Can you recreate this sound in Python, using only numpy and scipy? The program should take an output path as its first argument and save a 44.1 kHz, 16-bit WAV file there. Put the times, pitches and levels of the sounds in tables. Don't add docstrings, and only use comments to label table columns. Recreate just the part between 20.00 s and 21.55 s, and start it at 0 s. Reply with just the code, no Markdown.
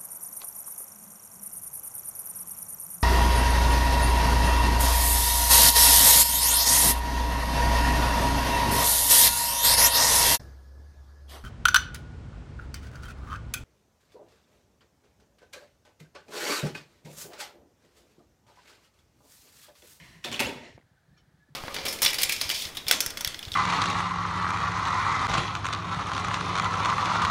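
import sys
import numpy as np
from scipy import signal
from scipy.fft import rfft, irfft
from scipy.io import wavfile
from scipy.ndimage import uniform_filter1d

SR = 44100
rng = np.random.default_rng(int(sys.argv[2]) if len(sys.argv) > 2 else 0)


def int16_out(signal):
    q = np.round(np.clip(np.atleast_2d(signal).T, -1, 1) * 32767)
    wavfile.write(sys.argv[1], SR, q.astype(np.int16))


N = 68355

# frequency in Hz, level in dB per Hz.
CRACK_COLOUR = [(180, -36.5), (300, -7.5), (842, -7.5), (1150, -7), (1320, -6.5), (2700, -1.5),
                (4990, -8.5), (11500, -16.5), (16000, -23.5)]


def gain_of(db):
    return 10 ** (np.asarray(db) / 20)


def evened(x):
    return x / np.sqrt(np.mean(x ** 2) + 1e-20)


def read(points, hz):
    f, value = np.transpose(points)
    return np.interp(np.log(hz + 1), np.log(f + 1), value)


def follow(points):
    s, db = np.transpose(points)
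    return gain_of(np.interp(np.arange(N) / SR, s, db, left=-150, right=-150))


def add(mix, s, sound):
    part = mix[round(s * SR):][:len(sound)]
    part += sound[:len(part)]


def coloured(x, points):
    hz = np.fft.rfftfreq(len(x), 1 / SR)
    inside = (hz >= points[0][0]) & (hz <= points[-1][0])
    gain = gain_of(read(points, hz)) * np.where(inside, 1, 0.05)
    return irfft(rfft(x) * gain, len(x))


def resonate(x, hz, width_hz):
    r = np.exp(-np.pi * width_hz / SR)
    return signal.lfilter([1 - r, 0, r - 1], [1, -2 * r * np.cos(2 * np.pi * hz / SR), r * r], x)


def resonate_twice(x, hz, width_hz):
    return resonate(resonate(x, hz, width_hz), hz, width_hz)


def ring(hz, db, t60, t):
    return gain_of(db - 60 * t / t60) * np.sin(2 * np.pi * hz * t)


def wavelets(table):
    out = np.zeros(N)
    for s, db, hz, cycles in table:
        u = np.arange(0, cycles / hz, 1 / SR) * hz
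        add(out, s, gain_of(db) * np.sin(np.pi * u / cycles) * np.sin(2 * np.pi * u))
    return out


def scuff():
    # frequency in Hz, width in Hz, level in dB.
    modes = [(342, 120, 0.5), (696, 63, 1), (1027, 160, 3), (1870, 285, 8), (2800, 300, -7.5),
             (3990, 175, -2.5), (5470, 140, -5.5)]
    # frequency in Hz, width in Hz, level in dB.
    early_modes = [(2110, 96, 14), (3000, 130, 7), (558, 44, 7)]
    # time in seconds, level in dB.
    slide_level = [
        (0, -55),
        (.03, -57.5),
        (.05, -54),
        (.17, -58),
        (.22, -64),
        (.245, -55),
    ]
    # time in seconds, level in dB.
    settle_level = [
        (.56, -56),
        (.63, -54),
        (.65, -51.5),
        (.70, -56),
        (.755, -63),
        (.77, -63.5),
    ]
    # frequency in Hz, level in dB.
    settle_colour = [(300, 5.5), (700, 6), (1100, -14), (1900, 1.5), (7000, -1.5), (9000, -7.5),
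                     (16000, -31)]
    air_db, early_fade_s = -5, 0.41

    noise = rng.standard_normal(N)
    tones = sum(gain_of(db) * resonate(noise, hz, width) for hz, width, db in modes)
    early = sum(gain_of(db) * resonate(noise, hz, width) for hz, width, db in early_modes)
    tones = tones + early * gain_of(-60 * (np.arange(N) / SR / early_fade_s) ** 2 * 10)
    rub = evened(tones) + gain_of(air_db) * evened(coloured(noise[::-1], CRACK_COLOUR))
    return follow(slide_level) * rub + follow(settle_level) * coloured(rub, settle_colour)


def ventilation():
    # frequency in Hz, level in dB per Hz.
    hiss_colour = [(190, -38), (330, -10.5), (512, -4), (755, -4.5), (1100, -9.5), (1520, -5.5),
                   (2700, -17), (3600, -14), (16000, -28.5)]
    # frequency in Hz, level in dB per Hz.
    rumble_colour = [(12, -43), (20, -14.5), (34, -3), (97, -1.5), (154, 1), (230, -12), (275, -10.5),
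                     (400, -14.5), (520, -48), (880, -120)]
    # time in seconds, level in dB.
    gusts = [(0, -57), (.17, -56), (.2, -57.5), (.235, -64), (.27, -50.5), (.456, -47.5), (.6, -54.5),
             (.72, -59.5), (.8, -67.5), (1.0, -68.5), (1.1, -66.5), (1.25, -66), (1.4, -62), (1.46, -69.5),
             (1.55, -60)]
    hiss_db, whistle_db = -72, -81

    hiss_noise, rumble_noise, whistle_noise, lump_noise = rng.standard_normal((N, 4)).T
    hiss = gain_of(hiss_db) * evened(coloured(hiss_noise, hiss_colour))
    slow = uniform_filter1d(uniform_filter1d(lump_noise, 900), 900)
    lumps = gain_of(2.5 * evened(slow))
    rumble = follow(gusts) * lumps * evened(coloured(rumble_noise, rumble_colour))
    whistle = gain_of(whistle_db) * evened(resonate_twice(whistle_noise, 1690, 330))
    return hiss + rumble + whistle


def floor_steps():
    # start in seconds, peak in dB, frequency in Hz, length in cycles.
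    steps = [(.002, -47.5, 161, 7), (.070, -51.5, 159.6, 12), (.150, -47.5, 157, 4.6), (.445, -39, 70, 2),
             (.460, -40.5, 184, 2.8), (.482, -33.5, 277, 7.7), (.7425, -44.5, 102.7, 1.92),
             (.830, -54, 99, 2.66), (.912, -54, 120.7, 1.6), (1.078, -55, 147.6, 3),
             (1.122, -52, 167.6, 3.4), (1.210, -59, 52, 2.5), (1.275, -57, 120, 2.2),
             (1.335, -57.5, 140, 3.6), (1.487, -54, 256.3, 2.5), (1.497, -51, 142.7, 6)]
    return wavelets(steps)


def chair():
    # start in seconds, clack in dB, clack in Hz, crack in dB, base thump in dB.
    knocks = [(0.241, -35.5, 2667, -35, -51.5), (.2450, -28.5, 3410, -30, -46),
              (0.249, -35.5, 2030, -33, -35.5), (0.2562, -33, 4340, -34, -43.5),
              (.2630, -34.5, 2660, -39.5, -39.5), (.2740, -37.5, 2610, -40, -42.5),
              (.2850, -39, 2220, -42.5, -42), (0.3157, -40, 3340, -33.5, -46),
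              (0.3218, -38.5, 2300, -35.5, -52.5), (0.326, -35.5, 3230, -31, -42.5),
              (0.3312, -38.5, 7100, -34, -42.5), (.336, -40, 5500, -37, -51),
              (0.3424, -26.5, 3004, -36, -38), (.3460, -29, 2500, -37, -39),
              (0.3546, -37, 3086, -39.5, -51.5), (0.361, -30.5, 3600, -37.5, -52),
              (.367, -36, 2300, -47.5, -49.5), (.378, -37.5, 2600, -44.5, -52.5),
              (0.3938, -20, 2595, -25, -40), (0.3988, -25, 3300, -25, -36), (0.402, -29, 3280, -23, -37),
              (.4035, -27, 2640, -24.5, -37), (0.408, -26.5, 2200, -28, -34.5),
              (.4090, -27, 11370, -29, -39.5), (.4210, -23, 2790, -32.5, -36), (.430, -27, 2600, -34, -38),
              (.4450, -32.5, 2710, -36.5, -36.5), (0.459, -27, 2800, -40.5, -37.5),
              (.4680, -35.5, 4280, -44, -39.5), (.4900, -46, 2620, -42.5, -33.5)]
    # frequency in Hz, level in dB, t60 in seconds.
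    spoke_modes = [(1368, -12, 0.056), (1958, -5, 0.035), (2281, -5, .06), (2640, -8, 0.072),
                   (3410, -3, 0.098), (4534, -9.5, 0.03), (5500, -10.5, .06), (6770, -22.5, 0.039),
                   (9400, -24.5, .08), (11350, -27.5, 0.033)]
    # frequency in Hz, level in dB, t60 in seconds.
    base_modes = [(70, -28, 0.2), (130, -22, 0.12), (241, -1.5, 0.095), (279.3, -5.5, 0.072),
                  (365.4, -3.5, 0.071), (489.2, -8.5, 0.12), (576, -14.5, 0.16), (660.5, 0, 0.053),
                  (852, -12.5, 0.058), (965, -5, 0.069)]
    crack_s, crack_rise_s, thump_rise_s = 0.0045, 0.00033, 0.0077
    clack_t60, clack_spread_hz = 0.04, 280
    spokes_db, spoke_spread, spoke_spread_db = -10.5, 0.045, 7
    boom_spread, boom_spread_db = 0.1, 4
    dull_per_db = 0.24

    t = np.arange(SR // 4) / SR
    body, clacks = np.zeros(N), np.zeros(N)
    crack_shape = np.exp(-t / crack_s) * np.minimum(t / crack_rise_s, 1)
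    hardest_db = max(row[3] for row in knocks)
    for s, clack_db, clack_hz, crack_db, thump_db in knocks:
        dull = dull_per_db * (hardest_db - crack_db)
        colour = [(f, d - dull * max(np.log2(f / 5000), 0)) for f, d in CRACK_COLOUR]
        crack = evened(coloured(rng.standard_normal(len(t)), colour)) * crack_shape

        luck = rng.uniform(-1, 1, (3, len(spoke_modes) + len(base_modes)))
        clack = sum(ring(clack_hz + clack_spread_hz * b, -11, clack_t60, t) for b in (0, *luck[2, :3]))
        spokes = sum(ring(f * (1 + spoke_spread * b), d + spoke_spread_db * a, t60, t) * np.sign(c)
                     for (f, d, t60), (a, b, c) in zip(spoke_modes, luck.T))
        boom = sum(ring(f * (1 + boom_spread * b), d + boom_spread_db * a, t60, t) * np.sign(c)
                   for (f, d, t60), (a, b, c) in zip(base_modes, luck.T[len(spoke_modes):]))

        add(clacks, s, gain_of(clack_db) * clack)
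        sharp = gain_of(crack_db) * (crack + gain_of(spokes_db) * spokes)
        thump = gain_of(thump_db) * (1 - np.exp(-t / thump_rise_s)) * boom
        add(body, s, sharp + thump)
    return body, clacks


def panels():
    # start in seconds, peak in dB, frequency in Hz, length in cycles.
    panel_rings = [(.243, -39.5, 358, 7.9), (.262, -39.5, 593, 12), (.272, -42.5, 710, 16),
                   (.308, -48, 860, 16), (0.31, -42, 336, 5.2), (.400, -33, 856, 22),
                   (.400, -32.5, 380.6, 9), (.400, -37, 250, 5.1), (.405, -33.5, 570, 24),
                   (.412, -38.5, 1118, 24), (.425, -36.5, 280, 9.5), (.455, -36, 500, 18),
                   (.475, -39, 400, 17), (.4655, -37.5, 6900, 75), (.3935, -27.5, 2600, 35),
                   (.407, -28, 2080, 20), (.400, -32, 6400, 46), (.399, -34.5, 8600, 68),
                   (0.34, -38, 5900, 32), (.326, -39, 6900, 61), (.243, -40, 5500, 55),
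                   (.244, -36.5, 3400, 28), (.440, -33.5, 2700, 68), (.450, -37, 240, 8),
                   (0.39, -34, 2600, 35)]
    return wavelets(panel_rings)


def room(x):
    # frequency in Hz, t60 in seconds.
    decay = [(100, .9), (300, 0.78), (1000, 0.72), (2500, 0.51), (5500, 0.43), (9000, 0.36), (14000, 0.35)]
    # time in seconds, level in dB.
    gate = [
        (0, 0.5),
        (.69, 0),
        (.80, -12.5),
        (1.55, -8),
    ]
    room_db, rise_s, turns_per_s = -2.5, 0.0054, 9

    echoes = np.zeros((2, SR))
    at = np.arange(100, SR - 20, 20) + rng.integers(0, 20, (2, (SR - 101) // 20))
    np.put_along_axis(echoes, at, rng.choice([-1., 1.], at.shape), 1)
    hz, t, z = signal.stft(echoes, SR, nperseg=256)
    fade = gain_of(-60 * t / read(decay, hz)[:, None])
    tail = signal.istft(z * fade, SR, nperseg=256)[1]
    tail *= np.minimum(np.arange(tail.shape[1]) / SR / rise_s, 1)

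    turn = 2 * np.pi * turns_per_s * np.arange(N) / SR
    feeds = x * np.array([np.cos(turn), np.sin(turn)])
    wet = signal.fftconvolve(feeds, tail / np.linalg.norm(tail[0]), axes=1)[:, :N].sum(0)
    return gain_of(room_db) * follow(gate) * wet


def finger_crackle():
    # time in seconds, level in dB.
    grip_level = [
        (.772, -71),
        (.777, -69.5),
        (.824, -75),
        (.835, -88),
    ]
    ticks_per_s = 500
    ticks = rng.standard_normal(N) * (rng.random(N) < ticks_per_s / SR)
    return follow(grip_level) * evened(resonate_twice(ticks, 1900, 1800))


def phone_taps():
    # start in seconds, peak in dB, frequency in Hz, length in cycles.
    case_taps = [(.7770, -55, 2100, 3), (.7784, -37.5, 520, 1.05), (.7785, -52, 1500, 2),
                 (.7790, -56, 2200, 14), (.7775, -58, 3600, 2), (.7783, -56, 8000, 1.2),
                 (.7805, -47, 150, 1.2), (.7841, -46, 500, .6), (.7935, -58, 1100, 2),
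                 (.7990, -53, 600, 1.2), (.8000, -56, 200, 1.6), (.7995, -57, 2300, 1.5),
                 (.8115, -58, 1950, 11), (.8255, -56, 1500, 1.5)]
    return wavelets(case_taps)


def bearing_squeaks():
    # start in seconds, peak in dB, frequency in Hz, length in cycles.
    squeaks = [(.855, -73, 1703, 43), (.870, -76, 1610, 30), (.895, -72.5, 1720, 28),
               (.955, -71.5, 1744, 50), (.968, -64.5, 1530, 38), (1.025, -72, 1620, 45),
               (1.085, -73.5, 1630, 40), (1.110, -69.5, 1730, 40), (1.132, -68, 1804, 43),
               (1.160, -67, 1724, 50), (1.300, -81.5, 1670, 50), (1.393, -68, 1690, 44),
               (1.412, -62, 1702, 65), (1.440, -74, 1690, 40), (1.465, -67.5, 1730, 72)]
    return wavelets(squeaks)


def rustle():
    # start in seconds, level in dB, frequency in Hz.
    part_ticks = [(1.144, -73, 4260), (1.166, -65.5, 2370), (1.172, -65, 1235), (1.174, -64, 1414),
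                  (1.174, -64, 5500), (1.177, -71, 6510), (1.177, -65, 4400), (1.181, -62, 3074),
                  (1.187, -68, 2200), (1.197, -66, 3000), (1.193, -70, 5470)]
    # frequency in Hz, level in dB per Hz.
    tick_colour = [(1100, -13), (3000, 5.5), (6000, -1.5), (8000, -14)]
    t60, wide_db, rise_s = 0.1, -7, 0.0024

    t, out = np.arange(SR // 10) / SR, np.zeros(N)
    for s, db, hz in part_ticks:
        noise = evened(coloured(rng.standard_normal(len(t)), tick_colour))
        wide = gain_of(wide_db - 60 * t / t60) * noise
        tick = ring(hz, db, t60, t) + gain_of(db) * wide
        add(out, s, tick * np.minimum(t / rise_s, 1))
    return out


def scene():
    clack_send_db = -9
    background = scuff() + ventilation() + floor_steps()
    body, clacks = chair()
    clacks = clacks + panels()
    wet = room(body + gain_of(clack_send_db) * clacks)
    small = finger_crackle() + phone_taps() + bearing_squeaks() + rustle()
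    return (background + body + clacks + wet + small)[None]


def roll_off(x):
    return signal.sosfilt(signal.butter(12, 16430, fs=SR, output="sos"), x)


def record(dry):
    mic_low_hz, edge_hz = 53.3, 16000
    over_db, depth_db = 8.5, -1

    heard = signal.lfilter(*signal.butter(2, mic_low_hz, "high", fs=SR), dry[0])
    hz, _, z = signal.stft(heard, SR, nperseg=512, noverlap=384)
    power = uniform_filter1d(abs(z) ** 2, size=9, axis=0)
    power = uniform_filter1d(power, size=7, axis=1) + 1e-20
    noise = np.percentile(power, 15, axis=1, keepdims=True) * gain_of(2 * over_db)
    keep = np.maximum(power / (power + noise), gain_of(depth_db))
    keep = keep * gain_of(-40 * (hz > edge_hz))[:, None]
    clean = signal.istft(z * keep, nperseg=512, noverlap=384)[1][:N]
    return roll_off(clean[None])


dry = scene()
out = record(dry)
int16_out(out)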